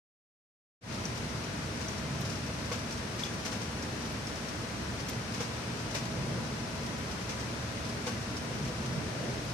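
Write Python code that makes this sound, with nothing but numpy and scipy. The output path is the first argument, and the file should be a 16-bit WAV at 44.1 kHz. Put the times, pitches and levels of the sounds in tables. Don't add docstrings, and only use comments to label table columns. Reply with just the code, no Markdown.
import sys
import numpy as np
from scipy import signal
from scipy.fft import rfft, irfft, next_fast_len
from scipy.io import wavfile
from scipy.ndimage import uniform_filter1d

SR = 44100
rng = np.random.default_rng(int(sys.argv[2]) if len(sys.argv) > 2 else 0)


def digitize_waveform(pressure):
    field = np.atleast_2d(pressure).T
    bounded = np.clip(field, -1, 1)
    quanta = np.round(bounded * 32767).astype(np.int16)
    wavfile.write(sys.argv[1], SR, quanta)


N = 420273

# (frequency [Hz], relative density [dB])
RAIN_SPECTRUM = [(400, -8), (850, 3.5), (1500, 3), (2600, -1), (3300, -4.5), (4400, -4), (5800, -3),
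                 (6400, -5.5), (7100, -10), (9000, -12.5), (11000, -18.5), (14500, -31)]
SPRAY_SPECTRUM = [(200, 7), (500, -2), (800, 15.5), (1300, 7), (2300, 10.5), (4000, 8), (5900, 13.5),
                  (7300, 5.5), (10000, -3.5), (14500, -16)]
TICK_SPECTRUM = [(4000, -20), (8000, -5), (11000, -3), (14000, -2)]
PATTER_SPECTRUM = [(1000, -8), (2500, -4), (4000, -5), (5600, 1), (6500, -3), (7500, -10), (11000, -18),
                   (14500, -28)]
RUMBLE_SPECTRUM = [(25, -36), (38, -31), (52, -2.5), (64, -5.5), (85, -1.5), (110, 2.5), (132, -0.5),
                   (148, 1), (170, -1.5), (210, 0), (260, -5.5), (350, -15), (600, -43)]
SWELL_SPECTRUM = [(60, -33), (100, -15), (125, 7.5), (160, -1), (210, -3.5), (350, -29)]
RUSH_SPECTRUM = [(170, -41), (290, 1.5), (500, 1.5), (660, -1.5), (800, -8.5), (1300, -30)]
# (time [s], spray level [dB], slap offset [dB])
SPLAT_HITS = [(1.803, -42, -16), (2.286, -44, -17), (2.714, -36.5, -1.5), (3.186, -38, -12),
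              (3.247, -44, -17), (3.449, -35, -4.5), (3.517, -41, -2), (3.611, -43, -6), (5.088, -45, -12),
              (5.335, -43, -8), (5.400, -37.5, 0.5), (5.903, -42.5, -8), (5.944, -34.5, -1.5),
              (7.288, -37.5, -15), (7.393, -44.5, -15), (8.063, -37.5, 2)]
# (frequency [Hz], width [Hz], gain [dB])
SLAP_BANDS = [(495, 60, -5), (720, 300, -8), (1100, 120, -7), (1500, 500, -11), (2200, 150, -9)]
# (time [s], ring [Hz], spread [Hz], ring [dB], decay [s], L-R [dB])
NEAR_HITS = [(1.0533, 5780, 260, -29.3, .0028, 3.5), (1.882, 5950, 650, -33, .004, -1.5),
             (2.213, 5800, 550, -41, .005, 0), (2.297, 5600, 450, -43, .006, 0),
             (2.922, 5500, 300, -42, .006, 0), (3.2352, 3450, 110, -24, .0017, 2.5),
             (3.823, 5700, 400, -37.5, .005, -3), (4.269, 5600, 400, -37.5, .005, -3),
             (4.484, 5600, 450, -40.5, .006, 0), (5.0853, 5100, 1900, -32.5, .003, -6),
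             (5.344, 5000, 300, -42, .006, 0), (8.070, 5650, 300, -39, .002, 2),
             (8.367, 5500, 520, -34.5, .0045, -6)]
# (time [s], level [dB], lowest mode [Hz], tilt [dB/octave])
KNOCK_HITS = [(2.712, -33, 495, 0), (3.453, -41, 470, -1), (3.520, -36, 510, -7), (5.402, -33, 485, -6),
              (5.947, -38.5, 570, -5), (6.265, -38, 495, -10), (6.374, -40, 495, -8),
              (8.068, -32, 495, -1.5), (8.284, -43, 495, -2), (8.503, -37, 495, -8), (8.698, -38, 495, -10),
              (8.943, -38.5, 495, -6)]
# (ratio to lowest mode, gain [dB], rise [s], decay [s])
SURFACE_MODES = [(1, 1, .006, .009), (1.8, -10, .006, .008), (2.25, -5, .011, .009),
                 (3.05, -11, .009, .006), (4.35, -16, .008, .007)]
# (time [s], level [dB])
TICK_HITS = [(1.882, -53), (2.2085, -43.5), (3.163, -52), (3.235, -46), (3.461, -48), (4.123, -49),
             (5.086, -44), (5.094, -39), (5.947, -46), (6.058, -53), (6.986, -52), (9.449, -50)]
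# (time [s], level [dB])
FAR_HITS = [(0.944, -44), (1.157, -45), (1.439, -43), (1.845, -44), (1.979, -42), (2.250, -47),
            (2.325, -44), (2.355, -42), (2.463, -43), (2.790, -43), (2.907, -44), (2.974, -44),
            (3.336, -42), (4.357, -42.5), (4.614, -46), (5.002, -45), (5.321, -44), (6.054, -43),
            (6.862, -42.5), (7.113, -43), (7.211, -44), (7.893, -43), (8.651, -44), (8.858, -44),
            (9.499, -44)]
# (frequency [Hz], relative level [dB])
BUZZ_OUTLINE = [(300, 5), (900, -4), (1500, -1), (2800, 4.5), (4200, 2), (5700, -4), (6700, -25),
                (8000, -5), (9200, -8), (10500, -36)]
# (frequency [Hz], rms level [dB], L-R [dB])
MOTOR_TONES = [(73.5, -52, 0), (118, -51.7, -1), (235.6, -49.8, 1), (294.5, -58.5, 0), (412, -62, -3),
               (647.5, -56.3, 0), (883.4, -66, 0), (993, -58.7, -8), (1178.5, -64, -2), (1295, -63.5, -2),
               (1402, -63, -1), (1518, -64.5, 1), (2942.5, -69, 0), (4086.5, -71, 0), (8588, -72, 7),
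               (8884, -78, 5), (9180, -78, 5)]
# (peak time [s], rumble [dB], rush [dB], 1/e rise and fall [s])
RUMBLE_SWELLS = [(2.16, -38.5, -58, 0.24), (6.30, -38, -44, 0.29), (8.61, -35.5, -61, 0.1),
                 (8.97, -34.5, -43, 0.071), (9.25, -39, -41, 0.21)]
# (frequency [Hz], L/R coherence [0..1])
COHERENCE = [(60, 0.99), (130, 0.96), (290, 0.85), (640, 0.45), (1300, 0), (3000, 0)]
# (frequency [Hz], L-R [dB])
PORT_BALANCE = [(100, -.5), (450, -1), (850, .5), (1300, 4.5), (2400, 5.5), (4300, 5.5), (6000, 3.5),
                (7000, -0.5), (9500, 1), (12000, -6.5), (14500, -10.5)]


def rain_hiss(level_db=-42):
    return from_db(level_db) * coloured(diffuse_noise(), RAIN_SPECTRUM)


def splats(rise_s=.0076, decay_s=.032, spatter_db=-17, spatter_decay_s=.06, slap_trim_db=-1.5):
    grain_db = 3 * np.tanh(drift(1500))
    lumps_db = np.tanh(drift(200))
    spray = coloured(diffuse_noise() * from_db(grain_db + lumps_db), SPRAY_SPECTRUM)
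    push = diffuse_noise()
    slap = unit_rms(sum(from_db(db) * resonate(push, hz, width_hz) for hz, width_hz, db in SLAP_BANDS))
    spray_env, slap_env = np.zeros((2, N))
    for start_s, level_db, slap_db in SPLAT_HITS:
        impact = burst(start_s, rise_s, decay_s)
        spatter = from_db(spatter_db) * burst(start_s, rise_s + decay_s, spatter_decay_s)
        spray_env += from_db(level_db) * np.hypot(impact, spatter)
        slap_env += from_db(level_db + slap_db + slap_trim_db) * impact
    spray_env = uniform_filter1d(spray_env, size=500)
    return spray * spray_env * panned(pan_db=2.5) + slap * slap_env


def near_drops(rise_s=.0015, spray_db=-43.5, bounce_s=.0037, bounce_db=-14, scatter_db=-21.5):
    highpass = signal.butter(2, 3500, "high", fs=SR, output="sos")
    spray = coloured(rng.standard_normal((2, N)), SPRAY_SPECTRUM)
    spray = unit_rms(signal.sosfilt(highpass, spray))
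    waver_s = np.cumsum(drift(2500)) / SR
    arrival_s = time_s() - np.array([[0], [40e-6]])
    out = np.zeros((2, N))
    for start_s, hz, spread_hz, ring_db, decay_s, pan_db in NEAR_HITS:
        direct = burst(start_s, rise_s, decay_s)
        bounce = from_db(bounce_db) * burst(start_s + bounce_s, rise_s, decay_s)
        scatter = from_db(scatter_db) * burst(start_s, rise_s=.031, decay_s=.028)
        ring = np.sin(2 * np.pi * (hz * arrival_s + spread_hz * waver_s)) * (direct + bounce + scatter)
        puff = spray * burst(start_s, rise_s, decay_s=.02)
        out += (from_db(ring_db) * ring + from_db(spray_db) * puff) * panned(pan_db)
    return out


def knocks():
    out = np.zeros(N)
    age_s = np.arange(int(.12 * SR)) / SR
    for start_s, level_db, lowest_hz, tilt_db_per_oct in KNOCK_HITS:
        first = int(start_s * SR)
        for ratio, mode_db, rise_s, decay_s in SURFACE_MODES:
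            envelope = np.minimum(age_s / rise_s, 1) * np.exp(-np.maximum(age_s - rise_s, 0) / decay_s)
            gain = from_db(level_db + mode_db + tilt_db_per_oct * np.log2(ratio))
            mode = np.sin(2 * np.pi * (ratio * lowest_hz * age_s + rng.random()))
            out[first:first + len(age_s)] += gain * envelope * mode
    return out


def ticks():
    envelope = sum(from_db(db) * burst(start_s, rise_s=.0015, decay_s=.005) for start_s, db in TICK_HITS)
    return envelope * coloured(rng.standard_normal((2, N)), TICK_SPECTRUM) * panned(pan_db=5)


def patter(rate_per_s=20, top_db=-46.8, range_db=11, width_db=10, decay_s=.013):
    when, smallness, side = rng.random((int(rate_per_s * N / SR), 3)).T
    gains = from_db(top_db - range_db * smallness) * panned(width_db * (side - .5))
    hits = np.zeros((2, N))
    hits[:, (when * N).astype(int)] = gains
    for start_s, level_db in FAR_HITS:
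        hits[:, int(start_s * SR)] = from_db(level_db)
    tails = signal.lfilter([1], [1, -np.exp(-1 / (decay_s * SR))], hits + 1e-18)
    envelope = uniform_filter1d(tails, size=130)
    return envelope * coloured(rng.standard_normal((2, N)), PATTER_SPECTRUM)


def motor(speed_wander=.000385):
    clock_s = time_s() + np.cumsum(speed_wander * drift(3)) / SR
    return casing_buzz(clock_s) + motor_tones(clock_s)


def casing_buzz(clock_s, turn_hz=58.89, level_db=-55.5, scatter_db=5.5):
    orders = np.arange(5, 180)
    turn = np.linspace(0, 1, 4096)
    buzz = []
    for port in range(2):
        uneven_db = scatter_db * (2 * rng.random(len(orders)) - 1)
        gains = from_db(at_hz(BUZZ_OUTLINE, orders * turn_hz) + uneven_db)
        harmonics = np.sin(2 * np.pi * (orders[:, None] * turn + rng.random((len(orders), 1))))
        buzz.append(np.interp(clock_s * turn_hz % 1, turn, gains @ harmonics))
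    return from_db(level_db) * unit_rms(np.array(buzz))


def motor_tones(clock_s, fading_share=.33, fading_per_s=9):
    out = np.zeros((2, N))
    for k, (hz, level_db, pan_db) in enumerate(MOTOR_TONES):
        port_rad = (-1) ** k * np.arccos(at_hz(COHERENCE, hz)) * np.array([[.5], [-.5]])
        shifting = drift(fading_per_s) + 1j * drift(fading_per_s)
        paths = (1 + fading_share * shifting) / np.hypot(1, fading_share)
        tone = np.sqrt(2) * np.abs(paths) * np.sin(2 * np.pi * hz * clock_s + port_rad + np.angle(paths))
        out += tone * from_db(level_db) * panned(pan_db)
    return out


def rumble(steady_db=-40, rush_start_db=-46, rush_db_per_s=.1256):
    deep_env = np.zeros(N)
    rush_env = from_db(rush_start_db + rush_db_per_s * time_s())
    for peak_s, deep_db, rush_db, fall_s in RUMBLE_SWELLS:
        swell = np.exp(-np.abs(time_s() - peak_s) / fall_s)
        deep_env += from_db(deep_db) * swell
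        rush_env = np.hypot(rush_env, from_db(rush_db) * swell)
    steady = from_db(steady_db) * coloured(diffuse_noise(), RUMBLE_SPECTRUM)
    swells = deep_env * coloured(diffuse_noise(), SWELL_SPECTRUM)
    rush = rush_env * coloured(diffuse_noise(), RUSH_SPECTRUM)
    return steady + swells + rush


def from_db(db):
    return 10 ** (np.asarray(db) / 20)


def unit_rms(x):
    return x / np.sqrt(np.mean(x ** 2) + 1e-20)


def time_s():
    return np.arange(N) / SR


def at_hz(table, hz):
    knots_hz, values = np.transpose(table)
    return np.interp(np.log(np.maximum(hz, 1)), np.log(knots_hz), values)


def filtered(x, gain):
    size = next_fast_len(N + 4096)
    return irfft(rfft(x, size) * gain(np.fft.rfftfreq(size, 1 / SR)), size)[..., :N]


def coloured(x, spectrum):
    low_hz, high_hz = spectrum[0][0] / 2, spectrum[-1][0] * 2
    shaped = filtered(x, lambda hz: from_db(at_hz(spectrum, hz)) * (hz > low_hz) / (1 + (hz / high_hz) ** 4))
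    return unit_rms(shaped)


def panned(pan_db):
    return from_db(np.array([[.5], [-.5]]) * pan_db)


def drift(rate_per_s):
    knots = rng.standard_normal(int(N / SR * rate_per_s) + 2)
    return np.interp(time_s() * rate_per_s, np.arange(len(knots)), knots)


def diffuse_noise():
    mid = filtered(rng.standard_normal(N), lambda hz: np.sqrt(1 + at_hz(COHERENCE, hz)))
    side = filtered(rng.standard_normal(N), lambda hz: np.sqrt(1 - at_hz(COHERENCE, hz)))
    return np.array([mid + side, mid - side]) / np.sqrt(2)


def resonate(x, hz, width_hz):
    radius = np.exp(-np.pi * width_hz / SR)
    feedback = [1, -2 * radius * np.cos(2 * np.pi * hz / SR), radius ** 2]
    return signal.lfilter(np.array([1, 0, -1]) * (1 - radius ** 2) / 2, feedback, x)


def burst(start_s, rise_s, decay_s):
    age_s = np.maximum(time_s() - start_s, 0)
    return np.minimum(age_s / rise_s, 1) * np.exp(-np.clip((age_s - rise_s) / decay_s, 0, 20))


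def scene():
    bed = rumble() + rain_hiss() + motor()
    return bed + patter() + splats() + knocks() + ticks() + near_drops()


def record(dry, silence_s=.8087, fade_s=.12, cutoff_hz=14750):
    heard = filtered(dry, lambda hz: panned(at_hz(PORT_BALANCE, hz)))
    fade = np.clip((time_s() - silence_s) / fade_s, 0, 1)
    lowpass = signal.ellip(10, .1, 80, cutoff_hz, fs=SR, output="sos")
    return signal.sosfilt(lowpass, heard * fade)


dry = scene()
out = record(dry)
digitize_waveform(out)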